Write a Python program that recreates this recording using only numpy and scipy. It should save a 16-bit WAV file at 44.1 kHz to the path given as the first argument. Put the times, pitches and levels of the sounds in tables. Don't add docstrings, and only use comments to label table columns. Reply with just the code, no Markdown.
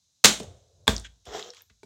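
import sys
import numpy as np
from scipy import signal
from scipy.io import wavfile

SR = 44100
rng = np.random.default_rng(int(sys.argv[2]) if len(sys.argv) > 2 else 0)


def unload_audio(sound):
    columns = np.transpose(np.atleast_2d(sound))
    steps = np.round(np.clip(columns, -1, 1) * 32767)
    wavfile.write(sys.argv[1], SR, steps.astype(np.int16))


N = 81585
TIME = np.arange(N) / SR


def amp(db):
    return 10 ** (np.asarray(db) / 20)


def unit(x):
    return x / np.sqrt(np.mean(x ** 2) + 1e-20)


def read(points, hz):
    f, value = np.transpose(points)
    return np.interp(np.log(hz + 1), np.log(f + 1), value)


def level(points, column=1):
    rows = np.array(points)
    return amp(np.interp(TIME, rows[:, 0], rows[:, column], left=-140, right=-140))


def add(mix, s, sound):
    part = mix[max(round(s * SR), 0):][:len(sound)]
    part += sound[:len(part)]


def colour(x, points):
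    hz = abs(np.fft.fftfreq(4096, 1 / SR))
    log_gain = np.log(amp(read(points, hz)))
    spectrum = np.exp(np.conj(signal.hilbert(log_gain)))
    taps = np.fft.ifft(spectrum).real[:2048]
    return signal.fftconvolve(x, taps / np.linalg.norm(taps))[:len(x)]


def burst(decay_s):
    t = TIME[:SR // 10]
    return rng.choice([-1., 1.], len(t)) * np.exp(-t / decay_s)


def ring(modes):
    return sum((-1) ** k * amp(db - 60 * TIME / t60) * np.sin(2 * np.pi * hz * TIME)
               for k, (hz, db, t60) in enumerate(modes))


def friction(catches_per_s=2500, spread_db=3, smooth_share=0.73):
    size = amp(spread_db * np.minimum(rng.exponential(1, N), 4))
    catches = size * rng.choice([-1., 1.], N) * (rng.random(N) < catches_per_s / SR)
    return unit(unit(catches) + smooth_share * rng.standard_normal(N))


def room(x, delay_s=0.0022, late_db=-28, late_stretch=2.4):
    # frequency in Hz, seconds to fall 60 dB.
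    decay_times = [(110, .4), (250, .22), (500, .3), (1000, .26), (2500, .24), (3500, .3), (4700, .22),
                   (6500, .29), (10000, .24), (16000, .23)]
    hz, t, bands = signal.stft(rng.standard_normal(SR), SR, nperseg=256)
    fall_db = -60 * t / read(decay_times, hz)[:, None]
    decay = np.hypot(amp(fall_db), amp(late_db + fall_db / late_stretch))
    tail = signal.istft(bands * decay, SR, nperseg=256)[1]
    tail *= np.clip(TIME[:len(tail)] / delay_s - 1, 0, 1)
    return signal.fftconvolve(x, tail / np.linalg.norm(tail))[:N]


def background(floor_db=-72):
    # frequency in Hz, relative level in dB.
    floor_colour = [(18, -47), (30, -17), (90, 1), (160, -11), (404, -22), (1070, -24), (1960, -27),
                    (3140, -19), (3980, -7), (4420, -13), (6550, -7), (8740, -22), (16000, -35)]
    rumble_colour = [(25, -30), (60, -5), (88, 0), (115, -6), (170, -19), (280, -32), (12000, -95)]
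    hollow_colour = [(100, -25), (280, -16), (400, -3), (500, 0), (680, -4), (900, -18), (3000, -35),
                     (12000, -65)]
    # time in seconds, level in dB.
    rumble_levels = [(.38, -75), (.43, -45), (.52, -51), (.62, -62), (.72, -74), (.78, -59), (.87, -62),
                     (1.15, -70), (1.35, -80), (1.72, -73), (1.85, -80)]
    hollow_levels = [(.39, -61), (.43, -40), (.475, -54.5), (.51, -53.5), (.6, -67), (.72, -71), (.86, -70)]
    hiss = amp(floor_db) * unit(colour(rng.standard_normal(N), floor_colour))
    rumble = level(rumble_levels) * unit(colour(rng.standard_normal(N), rumble_colour))
    hollow = level(hollow_levels) * unit(colour(rng.standard_normal(N), hollow_colour))
    return hiss + rumble + hollow


def sleeve_tone(waver_hz=30, waver_depth=0.3):
    # time in seconds, pitch in Hz, level in dB.
    glide = [(1.29, 415, -56), (1.345, 432, -47), (1.39, 428, -43), (1.43, 435, -58), (1.465, 482, -50),
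             (1.515, 488, -53), (1.56, 470, -72)]
    s, hz, _ = np.transpose(glide)
    carrier = np.exp(2j * np.pi * np.cumsum(np.interp(TIME, s, hz)) / SR)
    noise = rng.standard_normal(N) + 1j * rng.standard_normal(N)
    waver = signal.sosfilt(signal.butter(2, waver_hz, fs=SR, output="sos"), noise)
    tone = (carrier * (1 + waver_depth * waver / np.std(waver))).real
    return level(glide, column=2) * unit(tone)


def sleeve_brush():
    # time in seconds, the wood's hum in dB, the cloth's hiss in dB.
    stroke = [(1.245, -85, -75.5), (1.268, -48, -50.5), (1.315, -45, -52), (1.35, -36, -40),
              (1.395, -43, -43), (1.425, -51, -48.5), (1.49, -53.5, -51), (1.53, -72, -66.5),
              (1.58, -86, -52), (1.64, -80.5, -74)]
    # frequency in Hz, relative level in dB.
    wood_colour = [(80, -25), (190, -11), (280, -15.5), (400, 0.5), (570, -5), (720, 0), (950, -13),
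                   (2000, -15), (5000, -57)]
    cloth_colour = [(300, -8.5), (1300, 5), (2000, -1.5), (2450, -3), (3300, 11), (4600, 0.5), (5500, 6.5),
                    (7400, 2), (8300, -12.5), (11000, -30.5), (13000, -14), (16000, -24.5)]
    hum = colour(friction() * level(stroke), wood_colour) + sleeve_tone()
    hiss = colour(friction() * level(stroke, column=2), cloth_colour)
    return hum + hiss


def base_scuff():
    # time in seconds, level in dB.
    scuff_levels = [(1.02, -91), (1.049, -44.5), (1.07, -48), (1.095, -102)]
    # frequency in Hz, relative level in dB.
    scuff_colour = [(300, -9), (1100, -21), (1550, 4.5), (2400, -5.5), (3300, 5.5), (4500, -13), (7000, -6),
                    (11000, -37)]
    return level(scuff_levels) * colour(friction(), scuff_colour)


def lift_bump(start_s=1.832):
    # frequency in Hz, level in dB, seconds to fall 60 dB.
    body_modes = [(400, -43, .06), (900, -48, .035), (1490, -53, .035), (2300, -50, .025)]
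    out = np.zeros(N)
    add(out, start_s, ring(body_modes))
    return out


def plastic_ticks(skirt_db=-30, treble_hz=8500):
    # start in seconds, level in dB, centre in Hz, width in octaves, decay in seconds.
    ticks = [(.399, -35, 4500, 1.2, .006), (.432, -43, 5500, 1.1, .004), (.965, -22, 5600, .35, .001),
             (.9802, -26, 5800, .5, .001), (.998, -35, 7800, .35, .001), (1.2538, -50, 4500, 1.3, .005),
             (1.394, -32, 2400, .9, .003), (1.4262, -33.5, 3600, .3, .002), (1.503, -34, 5100, .3, .002),
             (1.5358, -44, 1500, 1.4, .003), (1.547, -46, 4500, 1, .002), (1.569, -42.5, 2900, .7, .002),
             (1.607, -53, 1800, 1.2, .007), (1.62, -42, 13200, .15, .0015), (1.6985, -56, 2300, .9, .008),
             (1.832, -55, 5000, 1, .009)]
    out, hz = np.zeros(N), np.geomspace(50, 20000, 80)
    for s, db, centre_hz, octaves, decay_s in ticks:
        hump = np.exp(-.5 * (np.log2(hz / centre_hz) / octaves) ** 2) + amp(skirt_db)
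        hump /= np.hypot(1, (hz / max(treble_hz, centre_hz)) ** 4)
        tick_colour = np.c_[hz, 20 * np.log10(hump)]
        add(out, s, amp(db) * colour(burst(decay_s), tick_colour))
    return out


def table_boom(bass_hz=140, swell_cycles=1):
    # start in seconds, level in dB, bass weight in dB, softness corner in Hz, ring time share.
    knocks = [(0.243, -17, -9.5, 2500, 0.91), (0.401, -22, -8, 800, 0.33), (.423, -51, -9, 900, 0.4),
              (0.444, -47, 1, 1500, 0.69), (0.8804, -17, 6.5, 2022, 0.75), (1.269, -42.5, 19.5, 447, 0.29),
              (1.701, -55.5, 13.5, 300, 0.46), (1.832, -48, 3, 603, 0.72)]
    # frequency in Hz, relative level in dB, seconds to fall 60 dB at a ring time share of 1.
    table_modes = [(55.3, -11, 0.54), (86.06, -8, .2), (122, -14.5, 0.12), (184, -4.5, 0.14),
                   (213, -8.5, 0.33), (256.6, -2, 0.1), (421, -2.5, 0.086), (464, -12.5, 0.24),
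                   (605, -14.5, 0.044), (654, -4.5, 0.096), (790, -7, 0.041), (968, -6.5, .04),
                   (1264, -2.5, 0.014)]
    out = np.zeros(N)
    for s, db, weight_db, soft_hz, ring_share in knocks:
        for k, (hz, mode_db, t60) in enumerate(table_modes):
            gain = amp(db + weight_db * (hz < bass_hz)) / np.hypot(1, hz / soft_hz)
            swell = 1 - np.exp(-TIME * hz / swell_cycles)
            mode = ring([(hz, mode_db, t60 * ring_share)])
            add(out, s, (-1) ** k * gain * swell * mode)
    return out


def base_landing(crack_db=-6.5, crack_s=0.0012, room_db=-4):
    # start in seconds, relative level in dB.
    touchdowns = [(0.871, -26), (0.8745, -29), (0.8786, 0), (0.881, -19.5), (0.8932, -18.5)]
    # frequency in Hz, relative level in dB, seconds to fall 60 dB.
    base_modes = [(850, -12, .024), (1130, -11, .021), (1570, -13, .028), (2350, -12, .006),
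                  (3350, -5, .014), (3640, -4.5, .013), (4100, -16, .015), (5600, -16, .01),
                  (7500, -14, .005)]
    # frequency in Hz, relative level in dB.
    crack_colour = [(100, 7.5), (1000, -2.5), (1650, -3), (2600, -6.5), (3500, -5.5), (4700, -4.5),
                    (5700, -8.5), (7500, -6.5), (10000, -19.5), (16000, -22)]
    rings, cracks = np.zeros((2, N))
    base_ring = ring(base_modes)
    for s, db in touchdowns:
        crack = amp(db + crack_db) * burst(crack_s)
        reflections = np.linalg.norm(crack) * room(np.ones(1))
        add(rings, s, amp(db) * base_ring)
        add(cracks, s, crack)
        add(cracks, s, amp(room_db) * reflections)
    return rings, colour(cracks, crack_colour)


def first_blow(snap_s=0.0015, tones_db=-24, room_db=-7):
    # start in seconds, level in dB.
    buckles = [(0.241, -12), (0.2447, -2), (.245, 4), (0.2465, -4), (0.2483, 1.5), (.251, -6.5),
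               (0.254, -1.5), (0.2565, -0.5), (0.258, -3), (0.2751, -18.5)]
    # frequency in Hz, relative level in dB.
    snap_colour = [(60, -27.5), (120, -10.5), (200, -3), (330, -4.5), (470, -5.5), (700, -1.5),
                   (1000, -5.5), (1900, -2.5), (3300, -1.5), (4600, -3.5), (5700, -0.5), (7200, -1.5),
                   (9000, -9), (10500, -18.5), (16000, -22)]
    # frequency in Hz, relative level in dB, seconds to fall 60 dB.
    snap_tones = [(1040, -8, .06), (1230, -5, .06), (1530, 0, .1), (1816, -5, .1), (2379, -1, .08),
                  (2630, 1, .08), (3900, -1, .07), (4673, -2, .08), (5520, 4, .1), (6050, -1, .08),
                  (6775, 1, .1), (6881, 1, .1)]
    snaps = np.zeros(N)
    for s, db in buckles:
        snap = amp(db) * burst(snap_s)
        add(snaps, s, snap)
        add(snaps, s, amp(room_db) * room(snap))
    out = colour(snaps, snap_colour)
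    add(out, buckles[0][0], amp(tones_db) * ring(snap_tones))
    return out


def scene(knock_room_db=-14, tick_room_db=-13, base_room_db=-18, rub_room_db=-16):
    rings, cracks = base_landing()
    knocks = table_boom() + lift_bump()
    sources = np.array([knocks, plastic_ticks(), rings, base_scuff() + sleeve_brush()])
    sends = amp([knock_room_db, tick_room_db, base_room_db, rub_room_db])
    return (first_blow() + cracks + sources.sum(0) + room(sends @ sources) + background())[None]


def record(dry, ceiling=0.8, low_cut_hz=57, high_cut_hz=16300):
    clipped = dry / (1 + (dry / ceiling) ** 4) ** (1 / 4)
    low_cut = signal.butter(3, low_cut_hz, "high", fs=SR, output="sos")
    high_cut = signal.firwin(511, high_cut_hz, window=("kaiser", 9), fs=SR)
    return signal.oaconvolve(signal.sosfilt(low_cut, clipped), high_cut[None], "same")


dry = scene()
out = record(dry)
unload_audio(out)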